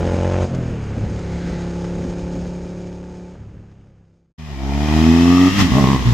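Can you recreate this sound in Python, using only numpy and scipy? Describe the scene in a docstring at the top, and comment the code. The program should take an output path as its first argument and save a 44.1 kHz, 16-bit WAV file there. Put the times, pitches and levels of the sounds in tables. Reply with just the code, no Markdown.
"""A mountain road, two motorcycles. First the microphone rides in the saddle, in mono: a V-twin booms and
rasps with its uneven firings, pulls hard, shuts off for a gear change, meets another machine, cruises,
rolls off and fades out while wind buffets the microphone. Then a stereo pair stands at the roadside: a
flat twin accelerates out of a distant bend, its firings barking in the silencer, changes up close by in
front of a retaining wall that throws the exhaust back, and rides on."""
import sys
import numpy as np
from scipy import signal
from scipy.fft import rfft, irfft, next_fast_len
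from scipy.io import wavfile
from scipy.ndimage import uniform_filter1d

SR = 44100
rng = np.random.default_rng(int(sys.argv[2]) if len(sys.argv) > 2 else 0)


def log_audio(samples):
    """Write samples as a 16-bit WAV file to the path given in sys.argv[1]."""
    # one column per channel
    frames = np.atleast_2d(samples).T
    # limit to full scale, then quantise
    limited = np.clip(frames, -1, 1)
    pcm = np.round(limited * 32767).astype(np.int16)
    wavfile.write(sys.argv[1], SR, pcm)


N = 270584
T = np.arange(N) / SR
FFT_SIZE = next_fast_len(N + 8192, real=True)
HZ = np.maximum(np.arange(FFT_SIZE // 2 + 1) * SR / FFT_SIZE, 1)

# Levels in the tables are relative; each layer gets its overall gain in its function.
# V-twin twist grip: time_s, throttle (0 shut, 1 cruising, 2 wide open)
THROTTLE = [(.435, 2), (.49, 0.015), (.95, 0.059), (1.12, 0.61), (1.55, 1.045), (2.3, 1.036), (3.3, 1),
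            (3.325, 0.89), (3.36, 0.14), (4.03, 0.26), (4.15, 1.06)]
# V-twin revs: time_s, cycles_per_s
V_REVS = [(0.0, 43.5), (0.27, 45.3), (0.45, 46.0), (0.62, 41.2), (0.81, 35.8), (0.88, 34.6), (1.16, 35.9),
          (1.24, 34.8), (1.7, 34.75), (2.87, 35.6), (3.33, 35.9), (3.45, 34.0), (3.53, 34.4), (3.69, 34.5),
          (4.05, 33.1), (4.18, 34.2), (4.26, 33.2), (4.3, 33.2)]
# its two cylinders: cycle_share, level_db
V_FIRINGS = [(0.299, 2), (0.92, 0.5)]
# its harmonics with the grip shut, cruising and wide open: order, level_db
OVERRUN_ORDERS = [(1, -10), (2, -5), (3, 1.5), (4, -2.5), (5, -7), (6, -6.5), (7, -13), (8, -16), (9, -13),
                  (10, -30), (11, -15), (12, -13.5), (13, -26), (14, -17), (16, -17)]
CRUISE_ORDERS = [(1, -13.5), (2, -7.5), (3, -7), (4, -10.5), (5, 1), (6, -21), (7, -14), (8, -11.5),
                 (9, -20.5), (10, -6.5), (11, -11), (12, -15), (13, -15), (14, -15.5), (15, -11),
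                 (16, -17.5), (17, -20), (18, -34), (19, -31.5), (20, -24.5), (21, -27.5), (22, -36.5),
                 (23, -34), (24, -38.5), (25, -29), (26, -26)]
PULL_ORDERS = [(1, -13), (2, 2), (3, -6.5), (4, -5.5), (5, -9.5), (6, -17.5), (7, -12), (8, -10),
               (9, -21.5), (10, -12.5), (11, -10), (12, -10), (13, -9.5), (14, -44), (15, -20.5), (16, -23),
               (17, -27.5), (18, -22), (19, -19.5), (20, -25), (21, -25.5), (22, -30.5), (23, -20),
               (24, -28.5)]
# final drive whine, following road speed whatever the gear: time_s, pitch_hz
DRIVE_PITCH = [(0, 838), (.45, 895), (1.2, 850), (1.7, 847), (2.87, 867), (3.33, 875)]
# gearbox and drive train knocks: start_s, level_db, top_hz
KNOCKS = [(0.548, -28, 11000), (1.191, -31.5, 11100), (1.843, -26, 4000), (2.454, -32, 2500),
          (3.352, -33, 1200), (3.7154, -49, 5000)]
# gusts on the saddle microphone, above the steady wind: centre_s, half_length_s, rumble_db, flutter_db
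GUSTS = [(0.03, 0.074, 13, 15.5), (.155, 0.045, 7.2, 11), (.57, 0.034, 2.2, 13), (.7, 0.059, 6.1, 10),
         (.98, 0.016, 5, 11.5), (1.06, 0.087, 12.5, 6.5), (1.43, 0.17, 3.5, 7.5), (2.05, 0.068, 6.3, 5),
         (2.24, .025, 7.3, 2), (2.36, 0.026, 7, 14.5), (2.46, 0.021, 5.4, 10.5), (2.7, 0.024, 1.9, 1),
         (3.04, 0.025, 2.6, 2), (3.35, 0.015, 9.3, 8), (3.48, 0.093, 10.3, 3), (3.615, 0.029, 13, 8)]
# spectra from the saddle (exhaust gas, valves, knocks, wind, oncoming tyres): frequency_hz, level_db
RASP_SPECTRUM = [(150, -15), (300, 5.5), (550, 0), (720, 5.5), (870, 3.5), (1020, -1), (1500, -1),
                 (2000, -5.5), (2400, -7.5), (3000, -9), (4500, -26.5), (8500, -34), (11000, -61)]
WHIRR_SPECTRUM = [(1200, -19.5), (2100, -16.5), (2350, 7), (2700, -8), (3800, -2), (4400, -3), (5000, 0.5),
                  (6100, -4.5), (6450, 4), (6900, -3), (7600, -8), (9300, -15), (10300, -30.5),
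                  (12000, -48.5)]
KNOCK_SPECTRUM = [(100, 6), (400, 6), (1500, 1), (3000, -10.5), (7000, -7.5), (9500, -22), (12000, -55)]
WIND_SPECTRUM = [(15, -6.5), (30, -3), (60, 11), (120, 2.5), (220, 4), (350, -4.5), (600, -8),
                 (1200, -57.5)]
TYRE_SPECTRUM = [(300, -5), (1000, -8), (1550, 3.5), (1800, -2.5), (2080, 3), (2350, -8.5), (4000, -8.5),
                 (7000, -18), (9500, -31.5), (11000, -58)]

# flat twin revs out of the bend, then flaring and settling through the upshift: time_s, firings_per_s
BEND_REVS = [(4.38, 78.9), (4.452, 77.3), (4.526, 69.7), (4.588, 65.8), (4.648, 68.3), (4.7, 69.3),
             (4.85, 74.6), (5.48, 92.5)]
UPSHIFT_REVS = [(5.535, 101), (5.6, 99.4), (5.735, 68), (5.8, 66.5), (5.95, 66.5), (6.08, 59.8)]
# its nearness to the roadside pair: time_s, level_db
NEARNESS = [(4.38, -20), (4.64, -12), (4.97, -1), (5.3, 0), (5.55, 2.5), (5.9, -1.5), (6.14, -3.5)]
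# the side it shows the microphones: time_s, view (0 front, 1 flank, 2 mouth of the pipe)
VIEW = [(5.58, 0.099), (5.72, 1.5), (5.8, 0.87), (5.88, 1.77)]
# its throttle openings: start_s, end_s, rise_s, order1_db, order2_db, order3_db, order4_db, bark_db
OPENINGS = [(4.302, 4.548, .03, -20.5, -17.5, -23.5, -44, -31.5),
            (4.585, 5.492, 0.16, -18.5, -19, -18.5, -20.5, -26),
            (5.563, 5.668, 0.077, -16, -19, -23, -30, -34),
            (5.723, 5.967, 0.063, -29.5, -15.5, -16.5, -18, -27.5),
            (6.057, 6.192, 0.016, -26, -8.5, -25, -22, -41)]
# its exhaust bark from front, flank and behind: frequency_hz, level_db
BARK_FRONT = [(250, -24), (340, 20.5), (410, 14.5), (470, 5), (560, 3.5), (690, 17.5), (780, 10),
              (930, 12.5), (1080, -18), (1260, 1), (1450, -3), (2500, -25), (5000, -48)]
BARK_FLANK = [(250, -3), (330, 9), (440, 11), (520, -5), (600, 12.5), (700, 1), (790, 8.5), (920, 3),
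              (1080, 10), (1250, 3), (1500, -29), (2000, -9), (5000, -38), (9000, -74)]
BARK_BEHIND = [(250, -7), (330, 7), (440, 0.5), (520, -6), (600, -19), (720, -5), (900, -2), (1080, 8),
               (1300, -15), (1550, -41), (1900, -16), (3000, -15.5), (5000, -23), (9000, -54)]
# tailpipe resonances: abreast_pitch_hz, width_hz, flank_db, behind_db
PIPE_RINGS = [(625, 40, -10, -30), (1075, 36, -9, -20), (1175, 28, -23, -15.5)]
# ringing bands of intake and gear case: mid_revs_pitch_hz, width_hz, level_db, rev_following_share
GEAR_BANDS = [(1157, 110, -4, 0.448), (1870, 270, -8.5, 0.0584), (2577, 240, -5, 0.43),
              (3134, 160, -10.5, .1), (4400, 250, -25, 0.22), (5240, 420, -13, 0.37)]
# rush of tyres, air and valve gear: frequency_hz, level_db
RUSH_SPECTRUM = [(40, 10), (200, 21), (500, 0), (1150, 4.5), (1500, -4), (1950, 5), (2300, -2.5),
                 (2800, -1), (3250, -1), (4400, -7), (5300, -5.5), (7000, -11), (9000, -23), (14000, -22)]
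# how alike the rush is at the two microphones: frequency_hz, correlation
RUSH_LIKENESS = [(200, 0.25), (700, 0.93), (1340, 0.12), (2900, 0.11), (6000, 0.014)]
# how far it leans to the left: frequency_hz, left_minus_right_db
RUSH_BALANCE = [(500, -1), (1300, -1), (2500, 4), (5000, 4), (9000, 1)]
# breeze on the roadside pair: frequency_hz, level_db
BREEZE_SPECTRUM = [(25, -2), (55, 0), (120, -1), (400, -84)]

# V-twin layers at cruising revs: shut_db, cruising_db, wide_open_db, db_per_extra_cycle_per_s
BOOM_LEVEL = (-25, -26, -23, 0.5141)
RASP_LEVEL = (-44, -46.5, -38.5, 0.0452)
WHIRR_LEVEL = (-54, -50.5, -46, 0.11)
# flat twin between openings: order1_db, order2_db, order3_db, order4_db, bark_db
COASTING = (-29.5, -35, -39.5, -30.5, -40)

CRUISE_CYCLES_PER_S, MID_FIRINGS_PER_S = 35, 85   # V-twin, flat twin
ROLL_OFF_S = 3.36   # the V-twin's cruise ends
SHIFT_S, ABREAST_S = 5.605, 5.62   # the flat twin changes up, and draws level with the microphones
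LEFT_RIGHT = np.array([[1], [-1]])


def v_twin(jitter_cycles=0.0012, roll_off_db=-2.5):
    """The engine just below the microphone: two unevenly spaced firings a cycle boom, rasp and whirr."""
    throttle, = in_time(THROTTLE)
    revs, = in_time(V_REVS)
    cycles = np.cumsum(revs) / SR + jitter_cycles * drift(60)
    boom_gain, rasp_gain, whirr_gain = v_twin_gains(throttle, revs)
    # the upper range drops at the roll-off and stays down
    upper_gain = from_db(roll_off_db * ramp((T - ROLL_OFF_S) / 0.03 + 0.5))
    boom = v_twin_boom(cycles, throttle, upper_gain)
    rasp, whirr = gas_and_valves(cycles, throttle)
    return boom_gain * boom + upper_gain * (rasp_gain * rasp + whirr_gain * whirr)


def v_twin_gains(throttle, revs, sag_db=7.5, sag_lag_s=0.023):
    """Gains of boom, rasp and whirr follow grip and revs; the boom sags just after the grip snaps shut."""
    boom_db, rasp_db, whirr_db = [
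        np.interp(throttle, np.arange(3), dbs) + slope * (revs - CRUISE_CYCLES_PER_S)
        for *dbs, slope in (BOOM_LEVEL, RASP_LEVEL, WHIRR_LEVEL)]
    closing = uniform_filter1d(np.maximum(-np.gradient(throttle), 0), size=1500)
    sag = np.interp(T - sag_lag_s, T, closing / closing.max())
    return from_db([boom_db - sag_db * sag, rasp_db, whirr_db])


def v_twin_boom(cycles, throttle, upper_gain, upper_from_hz=230, waver_db=1.1, shake=0.063):
    """Engine orders, phased by the pair of firings and balanced by the throttle, waver in the airstream."""
    tables = [dict(table) for table in (OVERRUN_ORDERS, CRUISE_ORDERS, PULL_ORDERS)]
    shares = three_way_fade(throttle)
    tone, power = 0, 0
    for order in range(1, len(CRUISE_ORDERS) + 1):
        gain = sum(share * from_db(table[order]) for share, table in zip(shares, tables) if order in table)
        if order * CRUISE_CYCLES_PER_S > upper_from_hz:
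            gain = gain * upper_gain ** 1.3
        pair = sum(from_db(db) * np.exp(-2j * np.pi * order * at) for at, db in V_FIRINGS)
        phase = 2 * np.pi * order * cycles + np.angle(pair) + np.pi / 4
        tone = tone + gain * from_db(waver_db * drift(5)) * np.cos(phase)
        power = power + gain ** 2 / 2
    tone = tone / np.sqrt(power) * (1 + shake * drift(70))
    # at part throttle the silencer smears the pulses out in time
    return power_fade(smear(tone), tone, ramp(throttle - 1))


def gas_and_valves(cycles, throttle, puff_cycles=0.14, snap=0.59):
    """Gas rasps and valves whirr with each firing; under load the puffs sharpen and start with a snap."""
    firing = sum(from_db(db) * puffs(cycles - at, puff_cycles) for at, db in V_FIRINGS)
    flow = 1 + (0.41 + 0.4 * throttle) * firing * from_db(3 * drift(70))
    flow = flow / np.sqrt(uniform_filter1d(flow ** 2, size=4000))
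    snaps = rms_one(sum(from_db(db) * np.diff(np.floor(cycles - at), prepend=-1) for at, db in V_FIRINGS))
    gas = flow * rng.standard_normal(N) + snap * ramp(throttle - 1) * snaps
    rasp = colour(gas, RASP_SPECTRUM, band_hz=(900, 3000))
    whirr = colour(flow ** 0.46 * rng.standard_normal(N), WHIRR_SPECTRUM, band_hz=(3500, 9000))
    return rasp, whirr * from_db(1.1 * drift(40))


def flat_twin(overlap_db_per_firing=0.45, lash_firings_per_s=10, lash_db=6.5, flare_db=7.5):
    """Evenly spaced firings pass the roadside pair; nearness sets the level of every layer."""
    swing, torque = clutch_lash()
    revs = in_time(list(BEND_REVS) + list(UPSHIFT_REVS))[0] + lash_firings_per_s * swing
    firings = np.cumsum(revs) / SR + 0.002 * drift(60)
    near_db, = in_time(NEARNESS)
    load, (lowest_gain, *order_gains, bark_gain) = throttle_openings()
    # faster pulses overlap, which weakens the lowest order and the bark
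    overlap = from_db(overlap_db_per_firing * (MID_FIRINGS_PER_S - revs))
    boom = exhaust_boom(firings, revs, [lowest_gain * overlap] + order_gains)
    boom = bass_spread(boom + wall_echo(boom, level_db=-7))
    bark_gain = bark_gain * overlap * from_db(-6 + lash_db * (0.34 * torque + swing))
    bark = bark_gain * exhaust_bark(firings, revs)
    shift_db = flare_db * bell(T, SHIFT_S, 0.026)   # the machinery flares at the gear change
    rush = from_db(-32.5 + 2.5 * load + shift_db) * wake(road_rush(firings))
    ahead = ramp((5.69 - T) / 0.11)   # the whine is thrown forward, gone once the machine is past
    whine = from_db(-33 + 1.07 * near_db + shift_db) * ahead * gear_whine(firings, revs)
    return from_db(near_db) * (boom + bark + rush) + whine


def throttle_openings(close_s=0.031):
    """Openings take the exhaust off its coasting levels: load 0-1, and gains of four orders and bark."""
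    load, gains = 0, 0
    for start_s, end_s, rise_s, *dbs in OPENINGS:
        gate = ramp(np.minimum((T - start_s) / rise_s, (end_s - T) / close_s) + 0.5)
        load = load + gate
        gains = gains + np.outer(from_db(dbs), gate)
    load = ramp(load)
    return load, gains + np.outer(from_db(COASTING), 1 - load)


def clutch_lash(bite_s=5.705, period_s=0.12, decay_s=0.13):
    """A dying swing of the revs after the clutch bites, and the torque that leads it by a quarter turn."""
    age_s = np.maximum(T - bite_s, 0)
    swing = -np.exp(-age_s / decay_s + 2j * np.pi * age_s / period_s) * (age_s > 0)
    return swing.imag, swing.real


def exhaust_boom(firings, revs, gains, drone_hz=258.8, drone_db=7.5, cylinder_gap=0.069, shake=0.091):
    """Five low orders, a push followed by suction; the silencer drones on the third and cuts the top."""
    drone = from_db(drone_db / (1 + ((3 * revs - drone_hz) / 20.3) ** 12))
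    fifth_gain = gains[-1] * from_db(-7) * (T < ABREAST_S)   # only thrown forward
    boom = 0
    for order, gain in enumerate(gains + [fifth_gain], 1):
        cut_hz = 424 if order == 5 else 357
        passed = (drone if order == 3 else 1) / np.sqrt(1 + (order * revs / cut_hz) ** 32)
        boom = boom - np.sqrt(2) * gain * passed * np.sin(2 * np.pi * order * firings)
    return boom * (1 + cylinder_gap * np.cos(np.pi * firings) + shake * drift(53))


def exhaust_bark(firings, revs, jitter_firings=0.003, uneven_db=1.6, cylinder_db=2.0):
    """Each firing is a sharp pulse and a turbulent puff ringing the silencer; one cylinder is stronger."""
    fired = np.diff(np.floor(firings + jitter_firings * drift(90)), prepend=0)
    strength = from_db(uneven_db * rng.standard_normal(N) + cylinder_db * np.cos(np.pi * firings))
    pulses = fired * np.sqrt(SR / revs) * strength
    turbulence = rng.standard_normal(N) + 1.5 * rng.standard_normal((2, N))
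    gas = rms_one(puffs(firings, 1.0)) * turbulence
    view, = in_time(VIEW)
    roughness = np.interp(view, np.arange(3), (0.17, 0.26, 0.17))   # roughest from the flank
    drive = (roughness * gas - pulses) / np.hypot(1, roughness)
    # from far up the road the pulses arrive smeared by the hillside
    far = ramp((4.95 - T) / 0.55)
    drive = power_fade(drive, smear(drive), far)
    # the colour changes as first the flank, then the mouth of the pipe faces the microphones
    sides = zip(three_way_fade(view), (BARK_FRONT, BARK_FLANK, BARK_BEHIND), (0, -0.5, 4))
    bark = sum(from_db(db) * colour(drive * share, spectrum, band_hz=(560, 1100))
               for share, spectrum, db in sides)
    bark = bark + pipe_rings(drive, view)
    # the slatted wall throws the pulses back smeared, between the direct ones
    return bark + wall_echo(smear(bark.mean(axis=0)), level_db=-9)


def pipe_rings(drive, view, doppler_share=0.031, turn_s=0.18):
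    """Narrow tailpipe resonances struck by the firings; their pitch sinks as the machine goes by."""
    doppler = 1 - doppler_share * np.tanh((T - ABREAST_S) / turn_s)
    rings = 0
    for hz, width_hz, flank_db, behind_db in PIPE_RINGS:
        carrier = np.exp(2j * np.pi * hz * np.cumsum(doppler) / SR)
        pole = np.exp(-np.pi * width_hz / SR)
        envelope = signal.lfilter([np.sqrt(2 * (1 - pole ** 2))], [1, -pole], drive / carrier)
        gain = np.interp(view, np.arange(3), [0, from_db(flank_db), from_db(behind_db)])
        rings = rings + gain * (carrier * envelope).real
    return rings


def gear_whine(firings, revs, intake_peak_firings_per_s=91.4, tone_share=0.55, apart=0.089):
    """Intake and gear case bands throb and climb with the revs; the nearest engine orders sing out."""
    intake_db = -4 + 12 * bell(revs, intake_peak_firings_per_s, 6.3) * (T < SHIFT_S)
    whine = 0
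    for k, (hz, width_hz, db, follows) in enumerate(GEAR_BANDS):
        centre_hz = hz * (1 - follows + follows * revs / MID_FIRINGS_PER_S)
        phase = 2 * np.pi * np.cumsum(centre_hz) / SR
        mid, side = [drift(width_hz) * np.cos(phase) + drift(width_hz) * np.sin(phase) for _ in range(2)]
        order, onward = np.divmod(centre_hz / revs, 1)
        below, above = [np.cos(2 * np.pi * n * firings) for n in (order, order + 1)]
        tone = rms_one(power_fade(below, above, onward) * from_db(2 * drift(30)))
        # higher bands rasp more, and differ more between the microphones
        band = power_fade(mid, tone, tone_share / (k + 1)) + apart * k * side * LEFT_RIGHT
        whine = whine + from_db(db + intake_db * (k == 0)) * band
    throb = 1 + 0.6 * np.cos(2 * np.pi * firings)
    return whine * throb * from_db(2 * LEFT_RIGHT)


def road_rush(firings, throb=0.046):
    """Tyres, air and valve gear: broad noise that throbs with the firings, wide in the treble."""
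    mid, side = rfft(rng.standard_normal((2, N)), FFT_SIZE)
    likeness = at_hz(RUSH_LIKENESS, HZ)
    width = np.sqrt((1 - likeness) / (1 + likeness))
    balance = from_db(LEFT_RIGHT * at_hz(RUSH_BALANCE, HZ) / 2)
    noise = irfft((mid + LEFT_RIGHT * side * width) * balance, FFT_SIZE)[:, :N]
    beat = rms_one(1 + throb * puffs(firings, 0.39) * from_db(3.1 * drift(55)))
    return colour(noise * beat, RUSH_SPECTRUM, band_hz=(1600, 8000))


def wake(rush, start_s=5.326, rise_s=0.42, below_hz=412, ahead_db=-0.5):
    """The rush is weaker and lacks its low part until the machine draws level with the microphones."""
    thin = from_db(ahead_db) * signal.sosfilt(butter(below_hz, "high"), rush)
    return thin + ramp((T - start_s) / rise_s) * (rush - thin)


def drive_whine(cruise_db=-49.5, load_db=8.5, waver_db=3.0, waver_hz=4):
    """The teeth of the V-twin's final drive sing while they carry load, up to the roll-off."""
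    throttle, = in_time(THROTTLE)
    phase = 2 * np.pi * np.cumsum(in_time(DRIVE_PITCH)[0] + waver_hz * drift(60)) / SR
    throb = 1 + 0.6 * np.cos(2 * np.pi * np.cumsum(in_time(V_REVS)[0]) / SR)
    load = ramp(throttle) * from_db(load_db * ramp(throttle - 1)) * (T < ROLL_OFF_S)
    return np.sqrt(2) * from_db(cruise_db + waver_db * drift(20)) * load * throb * np.cos(phase)


def gear_knocks(t60_s=0.041, gain_db=-9):
    """Under the saddle, slack in the gears is taken up with short knocks, some metallic, some dull."""
    noise, blows = rng.standard_normal(N), 0
    for start_s, db, top_hz in KNOCKS:
        decay = from_db(db - 60 * np.clip((T - start_s) / t60_s, 0, 2)) * (T >= start_s)
        blows = blows + signal.sosfilt(butter(top_hz), decay * noise + 1e-18)
    return from_db(gain_db) * colour(blows, KNOCK_SPECTRUM, band_hz=(1500, 9000))


def oncoming_tyres(pass_s=1.48, closing_m_per_s=24, gap_m=3.2, gain_db=-43):
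    """Another machine goes by the other way: its tyre noise swells with 1 / distance and drops in pitch."""
    distance_m = np.hypot(gap_m, closing_m_per_s * (T - pass_s))
    tyres = colour(rng.standard_normal(N), TYRE_SPECTRUM, band_hz=(900, 3000))
    arriving = np.interp(T - distance_m / 343, T, tyres)
    return from_db(gain_db) * gap_m / distance_m * arriving * ramp(2.6 - T)


def wall_echo(x, level_db, delay_s=0.0405):
    """The retaining wall returns the exhaust while the machine is between it and the microphones."""
    return from_db(level_db) * bell(T, ABREAST_S, 0.16) * np.interp(T - delay_s, T, x)


def saddle_wind(start_db=-33.5, rise_db_per_s=0.5, split_hz=180, flutter_db=-3.5):
    """Eddies hit the microphone in lumps; each gust has its own share of low rumble and higher flutter."""
    lumps = from_db(2 * drift(25))
    eddies = colour(rms_one(rng.standard_normal(N) * lumps), WIND_SPECTRUM, band_hz=(20, 600))
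    rumble = signal.sosfiltfilt(butter(split_hz), eddies)
    flutter = from_db(flutter_db) * (eddies - rumble)
    gusts_db = sum(np.outer(dbs, bell(T, centre_s, half_s)) for centre_s, half_s, *dbs in GUSTS)
    rumble_gain, flutter_gain = from_db(gusts_db)
    steady_db = start_db + rise_db_per_s * T + drift(7.76)
    return from_db(steady_db) * (rumble_gain * rumble + flutter_gain * flutter)


def roadside_breeze(level_db=-47):
    """Light air rumbles on each roadside microphone separately."""
    return from_db(level_db) * colour(rng.standard_normal((2, N)), BREEZE_SPECTRUM, band_hz=(20, 200))


def smear(x, round_trips_s=(0.0102, 0.0128), reflection=0.6):
    """Pulses bounce as in a silencer's two lengths of pipe: all-passes spread them and keep the colour."""
    spectrum = rfft(x, FFT_SIZE)
    for trip_s in round_trips_s:
        echo = np.exp(-2j * np.pi * HZ * trip_s)
        spectrum = spectrum * (echo - reflection) / (1 - reflection * echo)
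    return irfft(spectrum, FFT_SIZE)[..., :N]


def bass_spread(boom, corner_hz=29.5):
    """The boom is equally loud at both microphones; the right one leads, more so the lower the pitch."""
    b, a = signal.bilinear([1, 0], [1, 2 * np.pi * corner_hz], SR)
    return np.array([signal.lfilter(b, a, boom[::-1])[::-1], signal.lfilter(b, a, boom)])


def puffs(cycles, length):
    """Gas flow that jumps at each firing and decays over `length` cycles."""
    return np.exp(-(cycles % 1) / length)


def colour(x, spectrum, band_hz):
    """Causal filter with the given spectrum; white input of rms 1 comes out with rms 1 inside the band."""
    gain = from_db(at_hz(spectrum, HZ))
    gain = gain / np.sqrt(np.mean(gain ** 2 * (HZ > band_hz[0]) * (HZ < band_hz[1])))
    cepstrum = irfft(np.log(gain), FFT_SIZE)
    causal = cepstrum * (1 + np.sign(FFT_SIZE / 2 - np.arange(FFT_SIZE)))
    causal[0] = cepstrum[0]
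    return irfft(rfft(x, FFT_SIZE) * np.exp(rfft(causal)), FFT_SIZE)[..., :N]


def butter(hz, kind="low"):
    """A two-pole filter."""
    return signal.butter(2, hz, kind, fs=SR, output="sos")


def drift(per_s):
    """Random wander of rms 1, with `per_s` new values a second."""
    knots = rng.standard_normal(4096)
    return rms_one(np.interp(T * per_s, np.arange(len(knots)), knots))


def in_time(rows):
    """One curve for each column after the times."""
    times_s, *columns = np.transpose(rows)
    return [np.interp(T, times_s, column) for column in columns]


def at_hz(points, hz):
    """Read a spectrum on a log-frequency axis."""
    knots_hz, values = np.transpose(points)
    return np.interp(np.log(hz), np.log(knots_hz), values)


def three_way_fade(position):
    """Shares of settings 0, 1 and 2 at a position between them."""
    return [np.maximum(1 - abs(position - k), 0) for k in range(3)]


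def power_fade(a, b, share):
    """Equal-power blend from a to b."""
    return np.sqrt(1 - share) * a + np.sqrt(share) * b


def bell(x, centre, half_width):
    """A smooth bump of height 1."""
    return np.exp(-((x - centre) / half_width) ** 2)


def ramp(x):
    """Hold between 0 and 1."""
    return np.clip(x, 0, 1)


def from_db(db):
    """Decibels to gain."""
    return 10 ** (np.asarray(db) / 20)


def rms_one(x):
    """Scale to rms 1."""
    return x / np.sqrt(np.mean(x ** 2) + 1e-20)


def scene(fade_start_s=2.054, fade_length_s=2.43, saddle_end_s=4.33, roadside_start_s=4.378):
    """The mono saddle microphone fades away; the roadside stereo pair comes in abruptly."""
    fade = ramp(1 - (T - fade_start_s) / fade_length_s) ** 1.7
    saddle = fade * (v_twin() + drive_whine() + saddle_wind()) + gear_knocks() + oncoming_tyres()
    roadside = flat_twin() + roadside_breeze()
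    return saddle * ramp((saddle_end_s - T) / 0.018) + roadside * ramp((T - roadside_start_s) / 0.014)


def record(dry, low_cut_hz=18, ceiling=0.95, top_hz=14200):
    """Behind the microphones: a low cut, a soft limiter that rounds the peaks, and a steep top cut."""
    x = signal.sosfilt(butter(low_cut_hz, "high"), dry)
    x = x / (1 + (x / ceiling) ** 8) ** (1 / 8)
    return signal.sosfilt(signal.ellip(12, 0.2, 90, top_hz, fs=SR, output="sos"), x)


dry = scene()
out = record(dry)
log_audio(out)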